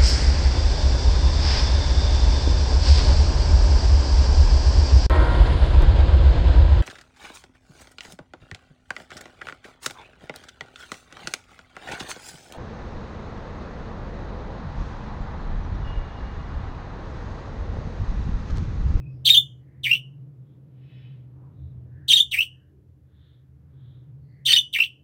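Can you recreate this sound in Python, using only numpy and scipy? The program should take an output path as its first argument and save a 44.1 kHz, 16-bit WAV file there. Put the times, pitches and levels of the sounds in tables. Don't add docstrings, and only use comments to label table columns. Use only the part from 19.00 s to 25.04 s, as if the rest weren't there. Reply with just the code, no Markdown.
import sys
import numpy as np
from scipy import signal
from scipy.fft import rfft, irfft, next_fast_len
from scipy.io import wavfile
from scipy.ndimage import uniform_filter1d, minimum_filter1d, map_coordinates

SR = 44100
rng = np.random.default_rng(int(sys.argv[2]) if len(sys.argv) > 2 else 0)


def materialize(psi):
    bounded = np.clip(np.atleast_2d(psi).T, -1, 1)
    quanta = np.round(bounded * 32767).astype(np.int16)
    wavfile.write(sys.argv[1], SR, quanta)


N = 266275

GLIDE_RELEASE_S, RELEASE_S = 0.11917, 0.057


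def amp(db):
    return 10 ** (np.asarray(db) / 20)


def unit(x):
    return x / np.sqrt(np.mean(x ** 2) + 1e-20)


def along(points, hz):
    f, v = np.transpose(points)
    return np.interp(np.log(hz + 1), np.log(f + 1), v)


def level_curve(points, t):
    s, db = np.transpose(points)
    return np.interp(t, s, db)


def wobble(rate, t):
    knots = rng.standard_normal(int(t[-1] * rate) + 4)
    return map_coordinates(knots, [t * rate])


def filtered(x, response):
    m = next_fast_len(len(x) + 8192)
    return irfft(rfft(x, m) * response(np.fft.rfftfreq(m, 1 / SR)), m)[:len(x)]


def noise(spectrum, size):
    return unit(filtered(rng.standard_normal(size), lambda hz: amp(along(spectrum, hz))))


def running_phase(hz):
    return 2 * np.pi * np.cumsum(hz) / SR


def step(t, width):
    return .5 + .5 * np.tanh(t / width)


def bump(t, width):
    return np.exp(-(t / width) ** 2)


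def background(hum_db=-1, rumble_db=-0.04, road_db=1.0, air_db=-84.5):
    # frequency_hz, relative_db
    hum_colour = [(60, -49), (105, -25.5), (119, -4.5), (127, 4), (136, -0.5), (150, -8), (175, -33),
                  (300, -71.5), (600, -100)]
    rumble_colour = [(20, -43.5), (40, -22.5), (60, -8), (76, 7), (92, 2), (110, -12), (200, -56),
                     (600, -100)]
    road_colour = [(100, -24.5), (175, 4.5), (235, -2.5), (275, -3), (298, 5.5), (325, -6), (480, -9.5),
                   (700, -20), (1300, -28.5), (3000, -39.5), (7000, -59.5)]
    air_colour = [(200, 6.5), (1500, 6), (4000, 2.5), (7000, 0), (9500, -4), (11000, 3), (16000, -2.5)]
    # time_s, level_db
    hum_level = [(0.05, -36.5), (0.45, -40), (0.7, -49), (0.9, -41.5), (1.25, -41), (1.55, -50),
                 (2.05, -40), (2.45, -45), (2.8, -41.0), (3.25, -50), (3.9, -57.5), (4.5, -49.5),
                 (5.05, -43.5), (5.5, -45), (5.7, -55.5), (5.95, -57)]
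    rumble_level = [(0.15, -45.5), (0.5, -59.5), (0.85, -55.5), (1.1, -63), (2.0, -60), (2.5, -50.5),
                    (2.7, -44.5), (2.95, -47), (3.7, -56), (5.2, -56.5), (5.9, -63)]
    road_level = [(0.031, -55.5), (0.27, -55), (0.42, -61), (1.5, -59.5), (2.9, -57.5), (3.25, -64),
                  (4.301, -66.5), (5.1, -61.5), (5.65, -65)]
    waver_db, waver_knots_per_s = 1.3845, 7
    t = np.arange(N) / SR
    analytic = signal.hilbert(noise(hum_colour, size=N))
    drone = unit(analytic.real / (np.abs(analytic) + 1.8))
    drone = unit(drone * amp(waver_db * wobble(waver_knots_per_s, t)))
    hum = amp(level_curve(hum_level, t) + hum_db) * drone
    rumble = amp(level_curve(rumble_level, t) + rumble_db) * noise(rumble_colour, size=N)
    road = amp(level_curve(road_level, t) + road_db) * noise(road_colour, size=N)
    return hum + rumble + road + amp(air_db) * noise(air_colour, size=N)


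def far_birds():
    # middle_s, length_s, pitch_hz, width_hz, level_db
    calls = [(0.044, 0.1, 2535, 54.6, -62.5), (0.153, 0.12, 5070, 301.5, -82),
             (0.74, 0.16, 1914, 203.8, -73), (1.513, 0.098, 3446, 247.5, -83),
             (2.001, 0.265, 2582, 810, -66), (2.443, 0.15, 970, 281, -67),
             (2.645, 0.13, 3720, 220.3, -79.5), (3.011, 0.13, 1699, 132.8, -66.5),
             (3.616, 0.13, 1661, 138.6, -76.5), (3.758, 0.14, 380, 44.47, -64.5),
             (4.268, 0.1683, 3534, 335.2, -71), (4.254, 0.28, 1629, 400, -77.5),
             (4.901, 0.18, 3510, 301.9, -72), (4.851, 0.397, 1287, 605, -77),
             (5.32, .12, 4440, 202.3, -82.5), (5.398, 0.14, 1946, 150, -69.5)]
    t = np.arange(SR) / SR - .5
    out = np.zeros(N + 2 * SR)
    for middle, length, pitch_hz, width_hz, db in calls:
        band = lambda hz: 1 / (1 + ((hz - pitch_hz) / width_hz / 2) ** 2) ** 2
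        blur = unit(filtered(rng.standard_normal(SR), band))
        out[round(middle * SR):][:SR] += amp(db) * blur * np.exp(-2 * (t / length) ** 2)
    return out[SR // 2:][:N]


def far_squawk(middle_s=1.996, length_s=0.2184, trim_db=5, waver_hz=22):
    # frequency_hz, level_db
    partials = [(1723, -88.5), (1825, -80), (2449, -99), (2568, -75.5), (3009, -76), (3440, -81),
                (3865, -81.5), (5211, -92)]
    t = np.arange(N) / SR
    squawk = 0
    for hz, db in partials:
        level = amp(db + 4 * wobble(29.97, t))
        squawk = squawk + level * np.sin(running_phase(hz + waver_hz * wobble(47, t)))
    return amp(trim_db) * squawk * np.exp(-2 * ((t - middle_s) / length_s) ** 2)


def porch(x, tail_db=-22.0, scatter_db=-14, scatter_t60_s=.13):
    # delay_s, level_db
    walls = [(.00134, -15), (.0022, -19), (.0065, -14.5), (0.0107, -11.5), (.0229, -14.5)]
    # frequency_hz, t60_s
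    decay = [(300, .45), (2200, 0.2), (3000, 0.32), (3700, 0.12), (6000, 0.35), (10000, .28),
             (15000, 0.065)]
    # frequency_hz, relative_db
    colour = [(1500, -3.5), (2400, -7), (3050, 6), (3650, 8), (5000, -1.5), (15000, -3)]
    hz, t, z = signal.stft(rng.standard_normal(SR * 3 // 4), SR, nperseg=256)
    fading = amp(along(colour, hz)[:, None] - 60 * t / along(decay, hz)[:, None])
    tail = signal.istft(z * fading, SR, nperseg=256)[1]
    t = np.arange(len(tail)) / SR
    scatter = rng.standard_normal(len(t)) * amp(-60 * t / scatter_t60_s) * (t > .003)
    answer = amp(tail_db) * tail / np.linalg.norm(tail)
    answer = answer + amp(scatter_db) * scatter / np.linalg.norm(scatter)
    for delay, db in walls:
        answer[round(delay * SR)] += amp(db)
    return signal.fftconvolve(x, answer)[:N]


def nook(x, direct_db=-3):
    # centre_hz, width_hz, level_db
    modes = [(2015, 17, -10.5), (2175, 15, -6.5), (2731, 41, -5.5), (2953, 40, -3), (3198, 19, -4.5),
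             (3591.3, 28, -7.5), (4500, 65, -7.5)]

    def response(f):
        ring = sum(amp(db) * 1j * f * w / (c * c - f * f + 1j * f * w) for c, w, db in modes)
        return amp(direct_db) + ring

    return filtered(x, response)


def effort(t, release):
    attack_db, attack_s, release_db_per_s = 31, 0.0047, 951
    return -attack_db * np.exp(-t / attack_s) - release_db_per_s * np.maximum(t - release, 0)


def leaping(t, low_hz, high_hz, jump, drop, again, release, rasp_db, rasp_rough):
    switch_s, sag_hz_per_s = 0.002, 2100
    rasp = 1 - step(t - jump, switch_s)
    dropped = step(t - drop, switch_s) * (1 - step(t - again, switch_s))
    whistle = 1 - rasp - dropped
    settle = bump(t - jump + .022, .007)
    strain = bump(t - jump + .009, .005)
    falter = bump(t - jump - 0.6 * (drop - jump), 0.009)
    first_kick, last_kick = (bump(t - s - 0.0024, 0.0061) for s in (jump, again))
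    pause = bump(t - again + .006, 0.0071)
    flick = bump(t - .013, 0.0094)
    hz = (low_hz + whistle * (high_hz - low_hz - sag_hz_per_s * (t - jump))
          + 480 * flick - 330 * strain)
    effort_db = (effort(t, release) + rasp * rasp_db - 1 * dropped + 6.5 * settle
                 - 0.5 * strain - 9 * falter - 5 * pause + 3.5 * first_kick + 8.5 * last_kick)
    rough = (rasp * rasp_rough * (1 - .6 * settle) + strain + 0.37 * dropped
             + 0.045 * whistle + .3 * falter)
    return hz, effort_db, rough


def gliding(t):
    top_hz, dip_hz, climb_hz_per_s, climb_s = 3726.5, 2413.3, 9500, 0.046
    throb_hz, throb_peak_s, throb_swing_hz, throb_db = 54.5, .1, 110, 6.5
    glide_db, clear_db, glide_rough, clear_rough = -8, 11, 0.6024, .05
    fallen = step(t - .022, .011)
    dip = bump(t - .036, 0.0054)
    turn = bump(t - .056, 0.0046)
    clear = bump(t - 0.08914, .02)
    soft_start = bump(t, 0.01191)
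    throb = np.cos(2 * np.pi * throb_hz * (t - throb_peak_s))
    hz = (top_hz + fallen * (dip_hz - top_hz + throb_swing_hz * throb)
          + climb_hz_per_s * (np.clip(t, climb_s, GLIDE_RELEASE_S) - climb_s))
    effort_db = (effort(t, GLIDE_RELEASE_S) + glide_db + 6.5 * dip
                 + clear * (clear_db + throb_db * throb) - 7.5 * turn - 5.5 * soft_start)
    rough = glide_rough + (clear_rough - glide_rough) * clear - 0.13 * dip
    return hz, effort_db, rough


def side_tones(t, waver=.035, fits_db=9):
    # frequency_hz, level_db
    tones = [(1950, -8.5), (4500, -12.5)]
    out = 0
    for hz, db in tones:
        level = amp(db + fits_db * np.tanh(wobble(110, t)))
        out = out + level * np.sin(running_phase(hz * (1 + waver * wobble(400, t))))
    return out


def chirp(t, hz, effort_db, rough, length, overtone_db, buzz, breath_db, high_hiss_db,
          flutter_hz=330, swing_hz=460, buzz_hz=1300, shake_db=5, third_db=-4, fourth_db=-11,
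          rasp_db=6, split_db=-13, breath_rough_db=7, breath_follow=0.11, high_hiss_follow=0.59, grain_db=2.5):
    # frequency_hz, gain_db
    throat = [(500, -29.5), (1100, -20), (1600, -17.5), (1950, -6.5), (2500, -5.5), (3600, -1.5), (4050, 1),
              (4500, 5.5), (5100, 2.5), (5950, 12.5), (6700, -2.5), (7450, 3), (9000, 7.5), (11000, -0.5)]
    # frequency_hz, relative_db
    breath_colour = [(1500, -17.5), (4000, -19.5), (6000, -0.5), (7000, -15.5), (8400, 6.5), (9200, -2),
                     (10500, -14), (12000, -10), (16000, -19)]
    # frequency_hz, relative_db
    high_hiss_colour = [(9500, -34), (12200, 0.5), (14000, -2.5), (16000, -2)]
    buzz_onset_s, buzz_end_s, buzz_rise_s, noise_attack_s = .033, .118, 0.0043, 0.0048
    rough = np.clip(rough, 0, 1)
    fade = np.clip((length - t) / 0.15, 0, 1)
    flutter = np.sin(running_phase(flutter_hz * (1 + .35 * wobble(250, t)))) + .4 * wobble(900, t)
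    phase = running_phase(hz + rough * swing_hz * flutter + 50 * wobble(200, t))
    buzz = buzz * step(t - buzz_onset_s, buzz_rise_s) * step(buzz_end_s - t, buzz_rise_s)
    buzzing = np.sin(running_phase(buzz_hz * (1 + 0.06 * wobble(300, t))))
    sidebands = 1 + 1.1 * buzz * rough * buzzing
    size = sidebands * amp(shake_db * rough * np.tanh(3.1 * wobble(600, t)))
    overtones = np.sin(2 * phase) + amp(third_db) * np.sin(3 * phase) + amp(fourth_db) * np.sin(4 * phase)
    overtones = overtones * amp(overtone_db + rasp_db * (rough - 2) + grain_db * wobble(500, t))
    split = amp(split_db) * buzz * np.sin(phase / 2)
    tone = np.sqrt(2) * amp(effort_db) * (np.sin(phase) + split + overtones)
    tone = filtered(tone * size * np.sqrt(fade), lambda f: amp(along(throat, f)))
    tone = tone + buzz ** 2 * np.sqrt(rough * fade) * amp(effort_db) * side_tones(t)
    breath_level_db = breath_db + breath_follow * effort_db + breath_rough_db * (rough - 2.5)
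    breath = amp(breath_level_db) * noise(breath_colour, size=len(t))
    high_hiss = amp(high_hiss_db + high_hiss_follow * effort_db) * noise(high_hiss_colour, size=len(t))
    flicker = fade * (1 - np.exp(-t / noise_attack_s)) * amp(grain_db * wobble(500, t))
    return np.clip(t / 0.0053, 0, 1) * (tone + flicker * (size * breath + high_hiss))


def budgies():
    # start_s, level_db, low_hz, high_hz, jump_s, drop_s, second_jump_s, release_s,
    # rasp_db, rasp_roughness (0-1), overtones_db, buzz_share (0-1), breath_db, high_hiss_db
    leaping_calls = [(.246, -8, 3255, 3738, 0.0561, 0.0973, 0.128, 0.13745, -7.5, 0.76, -18, .13, -18.5, -19.5),
                     (3.077, -9, 3193, 3767, 0.05693, .092, 0.1265, 0.1297, -7, 0.77, -15.5, 0.16, -14, -25),
                     (5.450, -8, 3035, 3697, .084, .112, .138, 0.1342, -9, 0.632, -17.5, 0.702, -15, -22.5)]
    # start_s, level_db, pitch_factor, length_factor,
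    # overtones_db, buzz_share (0-1), breath_db, high_hiss_db
    gliding_calls = [(.830, -12.5, 0.9356, 1.05, -27.5, 0.163, -21, -25),
                     (3.309, -13, 0.933, 1.01, -29, 0.124, -15, -22),
                     (5.725, -11.5, 0.9364, .99, -28.5, 0.17, -21, -25)]
    t = np.arange(SR // 5) / SR
    out = np.zeros(N + SR)
    for s, db, low_hz, high_hz, jump, drop, again, release, rasp_db, rasp_rough, *colour in leaping_calls:
        hz, effort_db, rough = leaping(t, low_hz, high_hz, jump, drop, again, release, rasp_db, rasp_rough)
        call = chirp(t, hz, effort_db, rough, release + RELEASE_S, *colour)
        out[round(s * SR):][:len(t)] += amp(db) * call
    swell_db = 9 * bump(t - 0.15, 0.025)
    for s, db, pitch, stretch, overtone_db, buzz, breath_db, high_hiss_db in gliding_calls:
        hz, effort_db, rough = gliding(t / stretch)
        length = GLIDE_RELEASE_S * stretch + RELEASE_S
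        high_hiss_db = high_hiss_db + swell_db
        call = chirp(t, hz * pitch, effort_db, rough, length, overtone_db, buzz, breath_db, high_hiss_db)
        out[round(s * SR):][:len(t)] += amp(db) * call
    return out[:N]


def scene(birds_db=1.66):
    birds = nook(budgies())
    near = amp(birds_db) * (birds + porch(birds))
    return (near + far_birds() + far_squawk() + background())[None]


def record(dry, ceiling=.85, top_hz=15950):
    # start_s, length_s, depth (0-1)
    gaps = [(5.791, .0035, 1), (5.8142, .0006, .7)]
    x, t = dry[0], np.arange(N) / SR
    needed = np.minimum(1, ceiling / (np.abs(x) + 1e-9))
    gain = uniform_filter1d(minimum_filter1d(needed, size=265), size=133)
    passing = np.ones(N)
    for s, length, depth in gaps:
        passing = passing * (1 - depth * ((t > s) & (t < s + length)))
    edge = lambda hz: np.clip((top_hz - hz) / 200, 0, 1)
    return filtered(x * gain * passing, edge)[None]


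dry = scene()
out = record(dry)
materialize(out)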